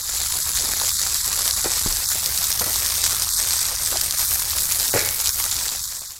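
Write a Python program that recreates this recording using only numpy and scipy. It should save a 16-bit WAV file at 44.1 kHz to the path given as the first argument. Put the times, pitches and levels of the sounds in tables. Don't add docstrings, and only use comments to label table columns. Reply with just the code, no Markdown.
import sys
import numpy as np
from scipy import signal
from scipy.fft import rfft, irfft, next_fast_len
from scipy.io import wavfile
from scipy.ndimage import uniform_filter1d

SR = 44100
rng = np.random.default_rng(int(sys.argv[2]) if len(sys.argv) > 2 else 0)


def master_out(mix):
    frames = np.transpose(np.atleast_2d(mix))
    ceiling = np.clip(frames, -1, 1)
    pcm = np.round(ceiling * 32767).astype(np.int16)
    wavfile.write(sys.argv[1], SR, pcm)


N = 273155
TOP_HZ = 15850


def spray(mist_db, hiss_db, splatter_db, gain_db):
    # hz, level_db
    patter_colour = [(100, -14.5), (300, -15), (600, -10.5), (1200, -7.5), (2100, -9), (2900, -9.5),
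                     (3800, -2.5), (5000, -0.5), (7000, 1.5), (9000, -2.5), (12000, -3), (14000, -6),
                     (15800, -12)]
    # start_s, level_db
    aim = [(0.25, -23.5), (0.49, -27.5), (0.55, -23.5), (0.67, -24), (1.07, -23), (1.19, -25),
           (1.29, -24.5), (1.69, -24), (2.33, -24.5), (2.45, -23), (2.57, -27.5), (2.77, -24),
           (2.97, -24.5), (3.05, -22), (3.17, -25), (3.57, -22.5), (3.79, -25.5), (3.95, -22.5),
           (4.11, -27.5), (4.19, -23.5), (4.49, -27), (4.99, -23), (5.13, -28.5), (5.27, -24), (5.33, -28),
           (5.55, -23)]
    # start_s, level_db
    mist_curve = [(0.25, -27.5), (1.19, -28), (1.49, -26), (1.77, -28.5), (1.87, -26.5), (3.19, -27),
                  (3.59, -27), (3.75, -30), (3.91, -25.5), (4.09, -30), (4.25, -22.5), (4.38, -24.5),
                  (4.49, -30), (4.63, -24.5), (5.55, -28)]
    # start_s, level_db
    sheen_curve = [(0, 0), (1.85, -2.5), (2.0, 1), (2.5, 4), (2.65, 0), (3.15, 0), (3.3, -4), (3.8, -3),
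                   (3.9, -1), (4.4, 0), (4.6, 1), (6.1, 4)]
    # start_s, notch_spacing_hz
    swing_curve = [(0, 2980), (.07, 2870), (.16, 2950), (.3, 2880), (.43, 3130), (.54, 2900), (.7, 3060),
                   (.8, 2880), (.93, 3030), (1.05, 2970), (1.18, 3170), (1.33, 2970), (1.44, 3110),
                   (1.59, 2970), (1.76, 3300), (1.86, 3030), (2.0, 3330), (2.14, 2920), (2.3, 3440),
                   (2.45, 3110), (2.66, 3750), (2.78, 3320), (2.91, 3710), (3.06, 3270), (3.18, 3600),
                   (3.34, 3330), (3.47, 3540), (3.6, 3310), (3.77, 3620), (3.95, 3090), (4.13, 3720),
                   (4.21, 3470), (4.3, 3560), (4.43, 3620), (4.56, 3330), (4.72, 2960), (4.87, 3320),
                   (5.0, 3090), (5.13, 3490), (5.27, 3030), (5.42, 3560), (5.51, 2960), (5.64, 3350),
                   (5.78, 2930), (5.97, 3320), (6.13, 3040)]
    # start_s, lower_treble_share, upper_treble_share
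    echo = [(0, .54, .45), (2.1, .52, .47), (2.3, .1, .47), (2.65, .2, .45), (2.85, .42, .36),
            (3.15, .25, .3), (3.35, .55, .42), (4.0, .45, .42), (4.35, .3, .45), (4.7, .06, .47),
            (5.35, .08, .45), (5.5, .38, .48), (6.1, .28, .48)]
    # hz, share
    echo_shape = [(1500, 0), (3000, .4), (6000, .15), (8500, 1)]

    patter = impacts(per_s=3100, spread_db=5, range_db=16.5, decay_s=.00028, splash=.9)
    sputter = undb(0.97 * wander(80))
    hiss = undb(hiss_db) * rng.standard_normal(N)
    raw = colour(patter * sputter + hiss, patter_colour)
    in_hall = unit(hall(raw, t60_s=.39, wet_db=-16, rise_s=.003))
    hz, t, bins = signal.stft(in_hall, SR, nperseg=512)
    hz = hz[:, None]

    (aim_db,) = follow(aim, t)
    (top_db,) = follow(mist_curve, t)
    (sheen_db,) = follow(sheen_curve, t)
    (notch_hz,) = follow(swing_curve, t)
    lower, upper = follow(echo, t)
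    swing_db = aim_db - aim_db.mean()

    upper_weight = slope([(10500, 0.19), (12000, 1)], hz)
    share = (lower + (upper - lower) * upper_weight) * slope(echo_shape, hz)
    comb = np.abs(1 - np.clip(share, 0, .9) * np.exp(2j * np.pi * hz / notch_hz))

    mist_change_db = top_db - top_db.mean() - swing_db + mist_db
    mist = mist_change_db * slope([(7500, 0.028), (10000, 0.94)], hz)
    sheen = sheen_db * slope([(12500, 0), (15000, 0.91)], hz)
    splatter = (splatter_db - 0.7 * swing_db) * slope([(2400, 0.51), (3800, 0)], hz)

    level_db = aim_db + mist + sheen + splatter + thinning(hz, t) + gain_db
    return signal.istft(bins * comb * undb(level_db), SR)[1][:N]


def impacts(per_s, spread_db, range_db, decay_s, splash):
    count = int(per_s * N / SR)
    when, strength, pitch, length, turn = rng.random((count, 5)).T[:, :, None]
    k = np.arange(128)
    size_db = -spread_db * np.log(1 - strength * (1 - np.exp(-range_db / spread_db)))
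    ring = np.sin(2 * np.pi * (pitch * TOP_HZ * k / SR + turn))
    fade = np.exp(-k / SR / (decay_s * (.5 + length)))
    grains = undb(size_db) * fade * (ring + splash * rng.standard_normal(ring.shape))
    places = (when * N).astype(int) + k
    return unit(np.bincount(places.ravel(), grains.ravel(), N)[:N])


def thinning(hz, t):
    # centre_s, half_length_s, low_db, high_db
    lulls = [(.025, .02, -12, -10), (.175, .012, -18, 0), (.29, .026, -38, -3), (.435, .026, -36, -3),
             (.57, .014, -16, -2), (.95, .056, -40, -9), (1.21, .045, -36, -5), (1.545, .016, -20, -6),
             (1.615, .014, -18, -4), (1.79, .014, -20, 0), (2.08, .027, -22, -17), (3.335, .052, -28, -15),
             (3.587, .018, -32, -4), (3.775, .022, -26, -1), (4.175, .018, -30, -1), (4.275, .028, -12, -8),
             (4.415, .016, -22, 0), (4.52, .02, -22, 0), (4.916, .013, -14, -16), (5.325, .025, -40, -8),
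             (5.495, .012, -15, 0), (5.845, .05, -36, -10), (6.0, .018, -6, -14), (6.08, .02, -22, -12)]
    # hz, weight
    lull_low = [(130, .5), (260, 1), (680, 1), (900, .08), (2000, 0)]
    # hz, weight
    lull_high = [(800, 0), (1500, .15), (2000, .6), (2700, 1.6), (3100, 1), (3600, .02)]
    # hz, spread_db
    patchiness = [(200, 1.5), (500, 3), (1200, 2), (2600, 2.2), (4000, .8), (14000, 1.2)]

    low, high = slope(lull_low, hz), slope(lull_high, hz)
    flicker = np.interp(t, np.arange(N) / SR, wander(35))
    flutter_db = 2.2 * np.minimum(flicker, 0)
    patch_db = slope(patchiness, hz) * patches((len(hz), len(t)), size=4)
    change_db = flutter_db * (low + high / 2) + patch_db
    for s, half_s, low_db, high_db in lulls:
        dip = np.exp(-((t - s) / half_s) ** 4)
        change_db = change_db + dip * (low_db * low + high_db * high)
    return change_db


def drops(decay_s, gain_db):
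    # start_s, level_db
    fat_drops = [(.3229, -16), (.5664, -16), (.8928, -14.5), (1.0163, -16), (1.4778, -13.5),
                 (1.5098, -14.5), (1.7177, -16), (1.926, -16), (1.9695, -17), (2.0885, -16), (2.2605, -14),
                 (2.376, -16), (2.5181, -15.5), (2.5267, -15), (2.5965, -15), (2.759, -16), (2.8623, -15.5),
                 (3.0401, -13.5), (3.0625, -15), (3.066, -16), (3.2211, -15.5), (3.2902, -16),
                 (3.9725, -16.5), (4.0139, -14), (4.1095, -15), (4.5843, -15.5), (4.7991, -15),
                 (4.9925, -14.5), (5.089, -17), (5.202, -17), (5.2585, -14), (5.2727, -13.5), (5.292, -13),
                 (5.4401, -15.5), (5.566, -16), (5.6818, -14.5)]
    # hz, level_db
    splash_colour = [(300, -30), (1200, -14), (2800, -12), (4000, 0), (7000, 1.5), (10000, -4), (12500, -9),
                     (15800, -19)]
    out, t = np.zeros(N), np.arange(256) / SR
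    for s, db in fat_drops:
        burst = rng.standard_normal(len(t)) * np.exp(-t / decay_s)
        tick = colour(burst, splash_colour)
        level = np.sqrt(np.sum(tick ** 2) / (.002 * SR))
        add(out, s, tick * undb(db + gain_db) / level)
    return out


def pats(cycles, gain_db):
    # start_s, peak_db, pitch_hz
    wet_drops = [(.816, -17, 950), (1.065, -19, 1380), (1.719, -24, 1050), (2.116, -26, 1260),
                 (2.759, -23, 1000), (3.218, -23, 1290), (3.449, -22, 1500), (3.537, -22, 1220),
                 (4.19, -24, 1280), (4.419, -23, 1150), (4.533, -21, 1200), (4.57, -23, 1300)]
    out, t = np.zeros(N), np.arange(SR // 50) / SR
    for s, db, hz in wet_drops:
        swing = np.sin(2 * np.pi * hz * t) * t * np.exp(-t * hz / cycles)
        add(out, s, undb(db + gain_db) * swing / np.abs(swing).max())
    return out


def knocks(decay_s, rattle, ring_db, gain_db):
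    # start_s, peak_db, brightness_db, centre_hz
    strikes = [(1.646, -14.5, 3, 640), (1.666, -19, 5, 720), (2.6195, -14.5, 8, 480), (4.9398, -7, 3, 500),
               (4.947, -16, -8, 125), (4.9505, -10, 0, 500), (4.961, -8.5, 0, 500), (4.972, -13, 10, 540),
               (4.975, -11, 17, 640), (4.989, -14.5, 5, 520)]
    # hz, level_db
    knock_colour = [(40, -22), (115, -7), (170, -14), (270, -13), (360, 5), (500, 5.5), (620, 2.5),
                    (760, -6), (950, -10), (1500, -10), (2300, -13), (3500, -25), (8000, -42)]
    # pitch_hz, level_db, t60_s
    modes = [(350, 0, .27), (427, -2, .25), (487, -1, .2), (568, -2, .2), (850, -13, .37), (1470, -13, .3),
             (1820, -14, .35), (1944, -11, .35), (2220, -13, .45)]
    out, t = np.zeros(N), np.arange(SR // 3) / SR
    ring = np.zeros(len(t))
    for hz, db, t60_s in modes:
        ring += undb(db) * np.sin(2 * np.pi * hz * t) * np.exp(-np.log(1000) * t / t60_s)
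    for s, db, bright_db, centre_hz in strikes:
        moved_colour = [(hz * centre_hz / 500, gain) for hz, gain in knock_colour]
        thud = colour(blow(t, rattle, decay_s), moved_colour)
        knock = thud / np.abs(thud).max() + undb(ring_db) * ring
        knock = colour(knock, [(600, 0), (1400, bright_db), (2600, bright_db), (5000, 0)])
        add(out, s, knock * undb(db + gain_db) / np.abs(knock).max())
    return out


def bumps(rattle, rattle_s, lag_s):
    # start_s, thud_peak_db, wobble_level_db, wobble_hz, wobble_decay_s
    soft_bumps = [(1.8615, -13.5, -22, 31, .055)]
    # hz, level_db
    thud_colour = [(50, -8), (140, 2), (230, -2), (350, 1), (520, -13), (1000, -10), (1500, -25),
                   (4000, -45)]
    out, t = np.zeros(N), np.arange(SR // 4) / SR
    for s, thud_db, wobble_db, hz, decay_s in soft_bumps:
        thud = colour(blow(t, rattle, rattle_s), thud_colour)
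        wobble = np.sin(2 * np.pi * hz * t) * np.exp(-t / decay_s)
        add(out, s, -undb(thud_db) * thud / np.abs(thud).max())
        add(out, s + lag_s, undb(wobble_db) * wobble)
    return out


def blow(t, rattle, decay_s):
    return (t == 0) + rattle * rng.standard_normal(len(t)) * np.exp(-t / decay_s)


def scuffs(grit_db, gain_db):
    # start_s, length_s, level_db
    steps = [(.625, .035, -39), (.67, .04, -39), (1.65, .02, -31), (2.604, .022, -28), (2.652, .04, -31),
             (3.912, .03, -33), (3.945, .025, -33)]
    # hz, level_db
    scuff_colour = [(80, -4), (250, -4), (390, 1), (500, -3), (640, 0), (820, -2), (1000, -6), (1380, -4),
                    (1800, -18), (5000, -32)]
    t, pressure = np.arange(N) / SR, np.zeros(N)
    for s, length_s, db in steps:
        age = np.maximum(t - s, 0) / (length_s / 2)
        pressure += undb(db + gain_db) * age ** 2 * np.exp(2 * (1 - age))
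    grit = rng.standard_normal(N) * undb(grit_db * wander(300))
    return unit(colour(grit, scuff_colour)) * pressure


def ventilation(level_db):
    # hz, level_db
    rumble_colour = [(15, -9.5), (30, -3), (45, -2), (62, 2.5), (90, -2), (130, -11), (200, -17),
                     (330, -40.5), (1000, -62), (4000, -75)]
    return unit(colour(rng.standard_normal(N), rumble_colour)) * undb(level_db)


def hall(x, t60_s, wet_db, rise_s):
    t = np.arange(SR) / SR
    tail = rng.standard_normal(SR) * np.exp(-np.log(1000) * t / t60_s) * (1 - np.exp(-t / rise_s))
    tail_colour = [(150, -3.5), (600, -7.0), (1200, -1.0), (2200, 5.0), (4000, -1.5), (10000, 6.0)]
    tail = colour(tail / np.linalg.norm(tail), tail_colour)
    return x + undb(wet_db) * signal.fftconvolve(x, tail)[:N]


def undb(db):
    return 10 ** (np.asarray(db) / 20)


def unit(x):
    return x / np.sqrt(np.mean(x ** 2))


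def follow(table, t):
    s, *columns = np.transpose(table)
    return [np.interp(t, s, c) for c in columns]


def slope(points, hz):
    f, value = np.transpose(points)
    return np.interp(np.log(hz + 1), np.log(f), value)


def colour(x, points):
    size = next_fast_len(2 * len(x), True) // 2 * 2
    gain = undb(slope(points, np.fft.rfftfreq(size, 1 / SR)))
    cepstrum = irfft(np.log(gain))
    cepstrum[1:size // 2] *= 2
    cepstrum[size // 2 + 1:] = 0
    return irfft(rfft(x, size) * np.exp(rfft(cepstrum)))[:len(x)]


def add(track, s, sound):
    start = max(int(s * SR), 0)
    track[start:start + len(sound)] += sound[:N - start]


def wander(rate):
    hold = int(SR / rate)
    steps = np.repeat(rng.standard_normal(N // hold + 1), hold)
    return unit(uniform_filter1d(steps, hold)[:N])


def patches(shape, size):
    field = uniform_filter1d(rng.standard_normal(shape), size, axis=0)
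    return unit(uniform_filter1d(field, size, axis=1))


def scene():
    ticks = drops(decay_s=.0008, gain_db=.5) + pats(cycles=.55, gain_db=0)
    jet = spray(mist_db=0.5, hiss_db=-8.0, splatter_db=0.5, gain_db=1.74)
    water = jet + hall(ticks, t60_s=0.2, wet_db=-20, rise_s=.003)
    blows = knocks(decay_s=.012, rattle=.06, ring_db=-19, gain_db=0)
    thuds = hall(blows, t60_s=0.55, wet_db=-4, rise_s=.01) + scuffs(grit_db=3, gain_db=0)
    bump = bumps(rattle=.05, rattle_s=.013, lag_s=.011)
    mid = water + thuds + bump + ventilation(level_db=-40)
    return np.array([mid, mid])


def record(dry):
    ceiling = .85
    fade = np.interp(np.arange(N) / SR, [0, 0.37, 5.38, 6.292], [0.52, 1, 1, 0])
    low_pass = signal.ellip(12, .1, 95, TOP_HZ, fs=SR, output="sos")
    return signal.sosfilt(low_pass, np.clip(dry * fade, -ceiling, ceiling))


dry = scene()
out = record(dry)
master_out(out)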